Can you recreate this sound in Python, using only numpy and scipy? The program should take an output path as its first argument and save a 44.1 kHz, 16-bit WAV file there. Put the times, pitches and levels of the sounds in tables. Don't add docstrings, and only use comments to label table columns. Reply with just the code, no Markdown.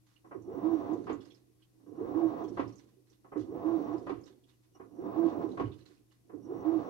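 import sys
import numpy as np
from scipy import signal
from scipy.fft import rfft, irfft, next_fast_len
from scipy.io import wavfile
from scipy.ndimage import uniform_filter1d

SR = 44100
rng = np.random.default_rng(int(sys.argv[2]) if len(sys.argv) > 2 else 0)


def log_audio(samples):
    frames = np.atleast_2d(samples).T
    limited = np.clip(frames, -1, 1)
    pcm = np.round(limited * 32767).astype(np.int16)
    wavfile.write(sys.argv[1], SR, pcm)


N = 303849
T = np.arange(N) / SR
FFT_SIZE = 2 * next_fast_len(N // 2 + 16384)
FREQS = np.maximum(np.arange(FFT_SIZE // 2 + 1) * SR / FFT_SIZE, 1)


def undb(db):
    return 10 ** (np.asarray(db) / 20)


def pan(db):
    return undb(np.array([[db], [-db]]) / 2)


def curve_db(points):
    hz, db = np.transpose(points)
    return np.interp(np.log(FREQS), np.log(hz), db)


def peak(hz, width_hz):
    return 1 / (1 + (2 * (FREQS - hz) / width_hz) ** 2)


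def min_phase(db):
    cepstrum = irfft(np.log(undb(db)))
    cepstrum[..., 1:FFT_SIZE // 2] *= 2
    cepstrum[..., FFT_SIZE // 2 + 1:] = 0
    return np.exp(rfft(cepstrum))


def colour(points):
    return min_phase(curve_db(points))


def filtered(x, gain):
    return irfft(rfft(x, FFT_SIZE) * gain)[..., :N]


def shape(x, gain, band_hz):
    inside = (FREQS > band_hz[0]) & (FREQS < band_hz[1])
    power = np.mean(np.abs(gain) ** 2 * inside)
    return filtered(x, gain) / np.sqrt(power)


def walk(rate_hz):
    hold = int(SR / rate_hz)
    steps = np.repeat(rng.standard_normal(N // hold + 1), hold)
    return 1.3 * uniform_filter1d(uniform_filter1d(steps, hold), hold)[:N]


def noise(shared):
    return np.sqrt(shared) * rng.standard_normal(N) + np.sqrt(1 - shared) * rng.standard_normal((2, N))


def gate(start_s, end_s, fade_s):
    return np.clip((T - start_s) / fade_s, 0, 1) * np.clip((end_s - T) / fade_s, 0, 1)


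def swell(centre_s, spread_s):
    return np.exp(-((T - centre_s) / spread_s) ** 2)


def blows(times_s, levels_db, rise_s, t60_s, tail_db, tail_t60_s):
    t = T[:SR]
    decay = undb(-60 * t / t60_s) + undb(tail_db - 60 * t / tail_t60_s)
    blow = (1 - np.exp(-t / rise_s)) * decay
    power = np.zeros(N + SR)
    for start_s, db in zip(times_s, levels_db):
        i = int(start_s * SR)
        power[i:i + SR] += (undb(db) * blow) ** 2
    return np.sqrt(power[:N])


# frequency in Hz, width in Hz, left lift in dB, right lift in dB.
TUB_RESONANCES = [(95, 84, -0.5, 1.5), (199.6, 33, 9, -6), (295.5, 62, -2, 11), (335.4, 9, 0.5, 7.5),
                  (376.7, 40, 9, 6.5), (491, 180, 2, 6.5), (565, 63, 0, -1), (641, 17, -5, -11.5),
                  (688.5, 55, 5, 8), (797, 55, 1, 4), (989.2, 69, 2, 3.5), (1091, 90, 5, 7),
                  (1230, 9.6, 5, -10), (1448, 42, -2, 5.5), (1957, 76, 9, 2), (2452, 50, 9, 1),
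                  (2660, 25, 7.5, 2.5), (3630, 74, 2.5, 2), (6330, 600, -6, 3)]

def tub_response(right_lag_s=0.00021):
    lift_db = sum(np.outer([left, right], peak(hz, width)) for hz, width, left, right in TUB_RESONANCES)
    return min_phase(lift_db) * np.exp(-2j * np.pi * np.outer([0, right_lag_s], FREQS))


def drum_echo(echo_db, t60_s, highpass_hz):
    t = T[:SR // 2]
    tail = rng.standard_normal((2, len(t))) * undb(-60 * t / t60_s) * (t > 0.002)
    tail *= undb(echo_db) / np.sqrt(np.sum(tail ** 2) / 2)
    return 1 + rfft(tail, FFT_SIZE) / (1 + (highpass_hz / FREQS) ** 4)


# frequency in Hz, gain in dB.
HISS_SPECTRUM = [(25, 10), (60, 24.5), (190, 18.5), (285, 11), (320, 26), (355, 4), (450, 8), (800, 2),
                 (2000, -1.5), (6000, 1), (8500, -1), (12000, 0), (15500, -8)]
# frequency in Hz, left minus right in dB.
HISS_PAN = [(200, 2.5), (2500, 0), (7500, 1), (10000, 7.5), (15000, 7)]

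def room_hiss(tub, level_db=-83):
    gain_db = curve_db(HISS_SPECTRUM) + np.outer([0.5, -0.5], curve_db(HISS_PAN))
    return shape(noise(shared=0.04), tub * undb(gain_db), band_hz=(8000, 14000)) * undb(level_db)


def mains_hum(hum_hz=121, level_db=-69):
    phase = 2 * np.pi * np.cumsum(hum_hz + 2.5 * walk(14)) / SR
    return np.sin(phase) * undb(level_db + 1.1 * walk(33)) * pan(3)


# start in seconds, level in dB.
WATER_SLAPS = [(0.06, -75.5), (0.109, -77), (1.203, -72.5), (1.248, -68.5), (1.34, -75.5), (1.592, -82),
               (2.68, -75), (2.786, -72), (2.865, -77.5), (3.065, -78), (3.114, -82), (3.372, -64),
               (4.256, -68.5), (4.47, -73.5), (4.624, -81), (5.655, -75), (5.721, -73), (5.783, -73.5),
               (5.852, -67.5), (5.899, -70.5), (6.102, -77)]
# frequency in Hz, gain in dB.
SPLASH_SPECTRUM = [(300, -19.5), (900, 3), (1600, 4.5), (2500, -2), (4000, 1.5), (6500, -5.5), (8500, -10),
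                   (15000, -26.5)]

def splashes(drum, crackle_db=5, wash_db=-76, wash_after_s=0.7):
    slap_s, slap_db = np.transpose(WATER_SLAPS)
    slaps = blows(slap_s, slap_db, rise_s=0.0055, t60_s=0.24, tail_db=-17.5, tail_t60_s=0.6)
    wash = sum(swell(start_s + wash_after_s, 0.16) for start_s in STROKE_STARTS_S) * undb(wash_db)
    spatter = noise(shared=0.24) * undb(crackle_db * walk(500)) * np.hypot(slaps, wash)
    return shape(spatter, drum * colour(SPLASH_SPECTRUM), band_hz=(1000, 8000)) * pan(-7)


def bubble(hz, cycles, glide=0.035):
    t = T[:2048]
    age = np.minimum(t * hz / cycles, 1)
    phase = 2 * np.pi * np.cumsum(hz * (1 + glide * age)) / SR
    envelope = (1 - np.exp(-t * hz / 3)) * undb(-60 * age) * (age < 1)
    return np.sin(phase) * envelope


# start in seconds, relative level in dB, pitch in Hz.
DROPS = [(0.16, -55, 2840), (0.4201, -58.5, 6150), (0.932, -53.5, 6284), (1.127, -49.5, 6600),
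         (1.205, -48.5, 3450), (1.209, -57, 5170), (1.249, -53, 4900), (1.305, -47, 3350),
         (1.3443, -52, 5140), (1.6214, -53, 3140), (2.438, -53, 6130), (2.4432, -51, 3298),
         (2.4843, -51.5, 5610), (2.6768, -50, 5300), (2.7237, -52, 5700), (2.755, -50.5, 6400),
         (2.781, -50, 5730), (3.0988, -56, 5800), (3.1288, -58.5, 3570), (3.9798, -54, 5096),
         (4.2113, -59, 6400), (4.2363, -51, 5300), (4.256, -53, 5950), (4.265, -50, 3720),
         (4.437, -59, 3320), (4.4892, -55, 3623), (5.515, -50, 3910), (5.655, -51, 2950),
         (5.7178, -47, 3570), (5.806, -55, 4000), (5.8591, -48.5, 4050), (6.108, -63, 2960)]

def drips(gain_db=-6, drop_pan_db=-11.5, spray_s=0.019, fizz_s=0.071, trickle_after_s=0.83, fine_hz=3570):
    bubbles = []
    for start_s, db, hz in DROPS:
        bubbles.append((start_s, db, hz, drop_pan_db, 30))
        for wait, pitch in rng.random((16, 2)):
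            spray_hz = min(hz * 2 ** (1.3 * (pitch - 0.4)), 7000)
            bubbles.append((start_s + spray_s * wait ** 2, db - 9, spray_hz, drop_pan_db, 12))
    for start_s, db in WATER_SLAPS:
        for wait, size, pitch in np.clip(rng.standard_normal((8, 3)), -2, 2):
            onset_s = start_s + fizz_s * (wait + 2) / 4
            bubbles.append((onset_s, db + 9 + 1.5 * size, fine_hz * np.exp(0.35 * pitch), -9, 16))
    for start_s in STROKE_STARTS_S:
        for wait, size, pitch, side in np.clip(rng.standard_normal((120, 4)), -2, 2):
            onset_s = start_s + trickle_after_s + 0.059 * wait
            bubbles.append((onset_s, -79 + 1.5 * size, fine_hz * np.exp(0.35 * pitch), 4 * side - 8, 18))
    out = np.zeros((2, N + 3 * SR))
    for start_s, db, hz, pan_db, cycles in bubbles:
        ping = bubble(hz, cycles) * undb(db + gain_db)
        i = int(start_s * SR)
        out[:, i:i + len(ping)] += ping * pan(pan_db)
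    return filtered(out[:, :N], drum_echo(echo_db=11, t60_s=0.097, highpass_hz=900))


def whistle(hz, width_hz):
    phase = 2 * np.pi * hz * T
    return np.sin(phase) * walk(width_hz) + np.cos(phase) * walk(width_hz)


# frequency in Hz, width in Hz, relative level in dB.
COIL_TONES = [(2880, 110, -6.5), (5650, 120, 1.5), (6160, 170, -3.5)]
# centre in seconds, relative level in dB.
COIL_SWELLS = [(3.39, -78), (4.76, -81), (6.45, -81)]

def coils(gain_db=-89.5, idle_share=0.34, flicker_db=3):
    powered = sum(gate(start_s - 0.15, start_s + 0.85, fade_s=0.07) for start_s in STROKE_STARTS_S)
    speed = sum(motor_speed(start_s) for start_s in STROKE_STARTS_S)
    flares = sum(swell(centre_s, 0.019) * undb(db) for centre_s, db in COIL_SWELLS)
    current = (idle_share * powered + speed) * undb(gain_db) + flares
    tones = sum(whistle(hz, width_hz) * undb(db) for hz, width_hz, db in COIL_TONES)
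    return tones * current * undb(flicker_db * walk(27)) * pan(-7.5)


# start in seconds, relative levels of clack and tub thud in dB.
SLACK_KNOCKS = [(0.245, -56, -60), (0.312, -45, -62), (0.348, -58, -41.5), (1.8, -73, -69),
                (1.863, -63, -50), (1.917, -73.5, -48), (2, -59.5, -41.5), (3.245, -55, -68),
                (3.32, -44, -53.5), (3.357, -46, -36), (4.75, -59.5, -65.5), (4.799, -49.5, -48),
                (4.986, -64, -42), (6.297, -54, -54.5), (6.33, -63, -40.5)]
# start in seconds, relative levels of clack, tub thud, load surge and coupling ring in dB,
# lead of the glancing touch in seconds.
END_STOPS = [(1.095, -37.5, -40.5, -54, -33.5, .025), (2.594, -35, -40, -49, -31, 0.022),
             (4.094, -37.5, -41, -54, -37, 0.026), (5.597, -36, -47, -40.5, -32, 0.022)]
# frequency in Hz, gain in dB.
CLACK_SPECTRUM = [(60, -14), (400, -1), (750, -2), (1150, -0.5), (1600, -11), (2400, -22), (3100, -27.5),
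                  (5000, -44.5), (10000, -75)]
CRACK_SPECTRUM = [(800, -28), (2000, 2), (3000, 2), (4500, -6.5), (6300, -14), (8000, -35), (15000, -57)]

def clacks(drum, scuff_top_hz=2900):
    slack_s, slack_db, _ = np.transpose(SLACK_KNOCKS)
    stop_s, stop_db, _, _, _, lead_s = np.transpose(END_STOPS)
    glance_s = stop_s - lead_s
    scuff = blows(slack_s - 0.003, slack_db, rise_s=0.0058, t60_s=0.15, tail_db=-22.5, tail_t60_s=0.4)
    clack_decay = dict(t60_s=0.11, tail_db=-21.5, tail_t60_s=0.49)
    clack = np.hypot(blows(stop_s - 0.003, stop_db + 2.5, rise_s=0.0035, **clack_decay),
                     blows(glance_s - 0.003, stop_db + 0.5, rise_s=0.0052, **clack_decay))
    crack_decay = dict(t60_s=0.054, tail_db=-15, tail_t60_s=0.45)
    crack = np.hypot(blows(stop_s - 0.002, stop_db - 15, rise_s=0.004, **crack_decay),
                     blows(glance_s - 0.002, stop_db - 21, rise_s=0.0052, **crack_decay))
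    rattle = noise(shared=0.39) * undb(2 * walk(300))
    contact = rattle * clack + filtered(rattle * scuff, 1 / (1 + (FREQS / scuff_top_hz) ** 8))
    dull = shape(contact, drum * colour(CLACK_SPECTRUM), band_hz=(700, 3000))
    bright = shape(noise(shared=0.117) * crack, drum * colour(CRACK_SPECTRUM), band_hz=(2500, 7000))
    return dull * pan(-0.72) + bright * pan(-1.5)


# start in seconds, relative level in dB.
BLANKET_FLOPS = [(1.499, -65), (2.967, -64.5), (3.109, -68), (4.712, -72), (6.249, -68)]
# frequency in Hz, gain in dB.
THUD_SPECTRUM = [(30, -31.5), (90, -5.5), (170, -8), (300, 7), (450, 3.5), (650, -21), (1500, -53.5),
                 (5000, -64)]

def thuds(drum, gain_db=1, glance_db=-6):
    hits = [(start_s, db) for start_s, _, db in SLACK_KNOCKS] + list(BLANKET_FLOPS)
    for stop_s, _, db, _, _, lead_s in END_STOPS:
        hits += [(stop_s, db), (stop_s - lead_s, db + glance_db)]
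    hit_s, hit_db = np.transpose(hits)
    thud = blows(hit_s - 0.003, hit_db + gain_db, rise_s=0.002, t60_s=0.14, tail_db=-20, tail_t60_s=0.79)
    return shape(noise(shared=0.54) * thud, drum * colour(THUD_SPECTRUM), band_hz=(220, 520)) * pan(-11)


# frequency in Hz, relative level in dB, T60 in seconds.
COUPLING_MODES = [(280, -6, 0.041), (530, -9.5, 0.076), (752, 1, 0.056), (1083.6, 1.5, 0.03),
                  (1270, 1, 0.018), (1960, -8.5, 0.037), (2340, -15, 0.045), (2992, -11, 0.026)]

def coupling_ring(drum, rise_s=0.003, detune=0.012):
    t, out = T[:SR // 8], np.zeros(N)
    attack = 1 - np.exp(-(t / rise_s) ** 2)
    strikes = [(start_s, ring_db - 6) for start_s, _, _, _, ring_db, _ in END_STOPS]
    strikes += [(start_s, clack_db - 8) for start_s, clack_db, _ in SLACK_KNOCKS]
    for start_s, db in strikes:
        i = int(start_s * SR)
        for k, (hz, mode_db, t60_s) in enumerate(COUPLING_MODES):
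            phase = 2 * np.pi * hz * (1 + detune * rng.standard_normal()) * t
            envelope = attack * undb(db + mode_db - 60 * t / t60_s)
            out[i:i + len(t)] += (-1) ** k * np.sin(phase) * envelope
    return filtered(out, drum) * pan(-4.5)


def stirring(from_s=0.23, until_s=0.66, rise_db_per_s=108, fall_db_per_s=62):
    stir = np.zeros(N)
    for start_s in STROKE_STARTS_S:
        before_s = np.maximum(start_s + from_s - T, 0)
        after_s = np.maximum(T - start_s - until_s, 0)
        stir += undb(-rise_db_per_s * before_s - fall_db_per_s * after_s)
    return stir


# frequency in Hz, gain in dB.
RUMBLE_SPECTRUM = [(20, -28), (45, -12.5), (80, -5), (115, 7.5), (170, -15.5), (300, -27.5), (800, -65.5)]

def load_rumble(tub, stir_db=-55, knee_db=-34, still_db=-70):
    knock_s, _, thud_db = np.transpose(SLACK_KNOCKS)
    stop_s, _, _, surge_db, _, _ = np.transpose(END_STOPS)
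    rock_db = np.minimum(thud_db, knee_db + 0.18 * (thud_db - knee_db)) - 9
    rocking = blows(knock_s, rock_db, rise_s=0.035, t60_s=0.54, tail_db=-32, tail_t60_s=0.6)
    swing = blows(stop_s, surge_db, rise_s=0.0061, t60_s=0.6, tail_db=-20.5, tail_t60_s=0.77)
    motion = np.hypot(stirring() * undb(stir_db), rocking) + swing
    envelope = motion ** 2 / (motion + undb(still_db))
    rumble = noise(shared=0.73) * envelope
    return shape(rumble, tub * colour(RUMBLE_SPECTRUM), band_hz=(50, 140)) * pan(-5.5)


# frequency in Hz, gain in dB.
CHURN_SPECTRUM = [(80, -28), (170, -2), (280, 3), (420, -3), (600, -11.5), (1200, -26.5), (2500, -48.5),
                  (8000, -55.5)]

def water_churn(tub, stir_db=-49, wave_db=-47, lumps_db=1.5):
    knock_s, _, thud_db = np.transpose(SLACK_KNOCKS)
    stop_s = [start_s for start_s, *_ in END_STOPS]
    jolt = blows(knock_s, thud_db - 13, rise_s=0.01, t60_s=0.42, tail_db=-26.5, tail_t60_s=0.9)
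    wave = blows(stop_s, [wave_db] * len(stop_s), rise_s=0.003, t60_s=0.36, tail_db=-27, tail_t60_s=0.4)
    motion = np.hypot(stirring() * undb(stir_db), jolt) + wave
    slosh = noise(shared=0.56) * motion * undb(lumps_db * (walk(70) + walk(14)))
    return shape(slosh, tub * colour(CHURN_SPECTRUM), band_hz=(170, 280)) * pan(-5.5)


# start in seconds, relative levels of hum, octave and whirr in dB, gear lead in seconds,
# late-stroke hum change in dB, hum change just past top speed in dB, overspeed in Hz.
AGITATOR_STROKES = [(0.311, -24.5, -33, -45, 0, 2, -3, 0), (1.824, -29.5, -30, -43.5, 0.024, -1, 5.5, 4),
                    (3.321, -24.5, -33, -44.5, 0.00083, -1.5, -4, -0.5),
                    (4.833, -30, -29.5, -44, 0.021, 3, 7.5, 5), (6.329, -23, -33, -45, 0.011, -5, -6, -1)]
STROKE_STARTS_S = [start_s for start_s, *_ in AGITATOR_STROKES]
# time into the stroke in seconds, motor pitch in Hz, effort in dB.
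STROKE_PROFILE = [(0, 29.5, -37), (0.121, 117, -23), (0.165, 164, -2.5), (0.21, 228, -9), (0.285, 270, -22),
                  (0.335, 318.8, 1.5), (0.368, 334, -4), (0.421, 327.7, 3), (0.447, 304, -12),
                  (0.565, 291.3, -9.5), (0.619, 328.4, -10.5), (0.66, 217.7, -20), (0.76, 111.8, -43)]

def motor_speed(start_s, full_speed_hz=345.5, coast_s=0.03):
    profile_s, hz, _ = np.transpose(STROKE_PROFILE)
    running = gate(start_s, start_s + profile_s[-1] + coast_s, fade_s=coast_s)
    return np.interp(T - start_s, profile_s, hz) / full_speed_hz * running


def motor(tub, boom_hz=320, boom_width_hz=38, late_s=0.5, crest_s=0.393):
    profile_s, hz, effort_db = np.transpose(STROKE_PROFILE)
    hum, octave = np.zeros(N), np.zeros(N)
    wobble = 1 + 0.0086 * walk(60)
    for start_s, hum_db, octave_db, _, _, late_db, crest_db, overspeed_hz in AGITATOR_STROKES:
        pitch_hz = (np.interp(T - start_s, profile_s, hz) + overspeed_hz) * wobble
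        phase = 2 * np.pi * np.cumsum(pitch_hz) / SR
        effort = undb(np.interp(T - start_s, profile_s, effort_db + late_db * (profile_s > late_s)))
        effort *= gate(start_s, start_s + profile_s[-1], fade_s=0.03)
        crest = swell(start_s + crest_s, 0.053)
        hum += np.sin(phase) * effort * undb(hum_db + crest_db * crest)
        octave += np.sin(2 * phase) * effort * undb(octave_db - 13)
    hum *= 1 + 0.084 * walk(110)
    octave *= 1 + 0.81 * walk(160)
    resonance = 1 / (1 + 1j * (FREQS / boom_hz - boom_hz / FREQS) * boom_hz / boom_width_hz) ** 2
    radiation_db = curve_db([(150, -16.5), (340, 3), (450, 7.5), (560, 1),
                             (630, -12.5), (685, -3.5), (740, -5)])
    return filtered(hum, resonance) * pan(-17) + filtered(octave, tub * undb(radiation_db))


# frequency in Hz, width in Hz, lift in dB.
GEARBOX_RESONANCES = [(1420, 430, 2.5), (2930, 200, 2), (3660, 190, 6.5), (4110, 140, 4.5), (5500, 270, 6)]
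# frequency in Hz, gain in dB.
WHIRR_SPECTRUM = [(60, -30), (200, -21), (400, 2.5), (750, 4.5), (1150, -2), (1500, -15), (2200, -24),
                  (4000, -33.5), (6000, -41), (8000, -56), (15000, -69.5)]

def gears(drum, gain_db=1.5):
    effort = sum(undb(whirr_db) * motor_speed(start_s - lead_s) ** 3
                 for start_s, _, _, whirr_db, lead_s, *_ in AGITATOR_STROKES)
    rubbing = noise(shared=0.43) * effort * undb(gain_db + walk(220) + walk(30))
    gearbox_db = sum(db * peak(hz, width_hz) for hz, width_hz, db in GEARBOX_RESONANCES)
    pan_db = curve_db([(300, -0.5), (2500, -1.5), (5000, -5)])
    body = min_phase(curve_db(WHIRR_SPECTRUM) + gearbox_db + np.outer([0.5, -0.5], pan_db))
    return shape(rubbing, drum * body, band_hz=(650, 1400))


# start in seconds, relative level in dB, T60 in seconds.
HEAVY_BLOWS = [(0.351, -47, 0.2), (2.5943, -20, 0.03), (3.357, -32, 0.26)]
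# frequency in Hz, relative level in dB.
BOOM_MODES = [(307, -1), (377, -6.5), (517, -13)]

def tub_booms(tub, gain_db=-4, rise_s=0.0019):
    t, out = T[:SR // 2], np.zeros(N)
    ring = sum(np.sin(2 * np.pi * hz * t) * undb(db) for hz, db in BOOM_MODES)
    ring *= 1 - np.exp(-t / rise_s)
    for start_s, db, t60_s in HEAVY_BLOWS:
        i = int(start_s * SR)
        out[i:i + len(t)] += ring * undb(db + gain_db - 60 * t / t60_s)
    return filtered(out, tub) * pan(-6.5)


def inverter(gain_db=-80):
    driving = sum(motor_speed(start_s) * gate(start_s + 0.13, start_s + 0.68, fade_s=0.1)
                  for start_s in STROKE_STARTS_S)
    carrier = whistle(15730, 260) + 0.5 * whistle(15520, 350)
    return carrier * driving * undb(gain_db) * pan(17)


# centre in seconds, level in dB, spread in seconds.
WATER_SHEETS = [(0.77, -73.5, 0.12), (2.29, -73.5, .08), (3.79, -72, 0.084), (5.285, -65, 0.043),
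                (6.79, -71.5, 0.063)]
# frequency in Hz, gain in dB.
SWISH_SPECTRUM = [(600, -16.5), (1700, 2.5), (2800, 0), (4000, 1.5), (6300, -8.5), (8000, -16.5),
                  (15000, -34)]

def swishes(drum, grain_db=3.5):
    flow = sum(swell(centre_s, spread_s) * undb(db) for centre_s, db, spread_s in WATER_SHEETS)
    spatter = noise(shared=0.2) * flow * undb(grain_db * walk(400))
    return shape(spatter, drum * colour(SWISH_SPECTRUM), band_hz=(1500, 7000)) * pan(-2.5)


# start in seconds, level in dB, nominal pitch in Hz.
RESONANCE_BLIPS = [(0.925, -34.5, 327), (1.985, -37, 321), (2.425, -34.5, 354), (2.5, -38, 329),
                   (3.929, -34, 329), (3.996, -45, 357), (4.99, -42, 341), (5.431, -33.5, 347.8)]

def motor_blips(length_s=0.043, glide=0.13):
    out = np.zeros(N)
    for start_s, db, hz in RESONANCE_BLIPS:
        age = np.clip((T - start_s) / length_s, 0, 1)
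        phase = 2 * np.pi * hz * length_s * age * (1 + glide * (age - 0.5))
        out += np.sin(phase) * np.sin(np.pi * age) ** 2 * undb(db)
    return out * pan(-10)


def scene():
    tub = tub_response()
    drum = tub * drum_echo(echo_db=-1, t60_s=0.14, highpass_hz=700)
    drive = motor(tub) + gears(drum) + motor_blips()
    impacts = clacks(drum) + thuds(drum) + coupling_ring(drum) + tub_booms(tub)
    wash = splashes(drum) + drips() + load_rumble(tub) + water_churn(tub) + swishes(drum)
    electrics = mains_hum() + coils() + inverter()
    return drive + impacts + wash + electrics + room_hiss(tub)


def record(dry):
    return signal.sosfilt(signal.ellip(12, 0.2, 80, 15850, fs=SR, output="sos"), dry)


dry = scene()
out = record(dry)
log_audio(out)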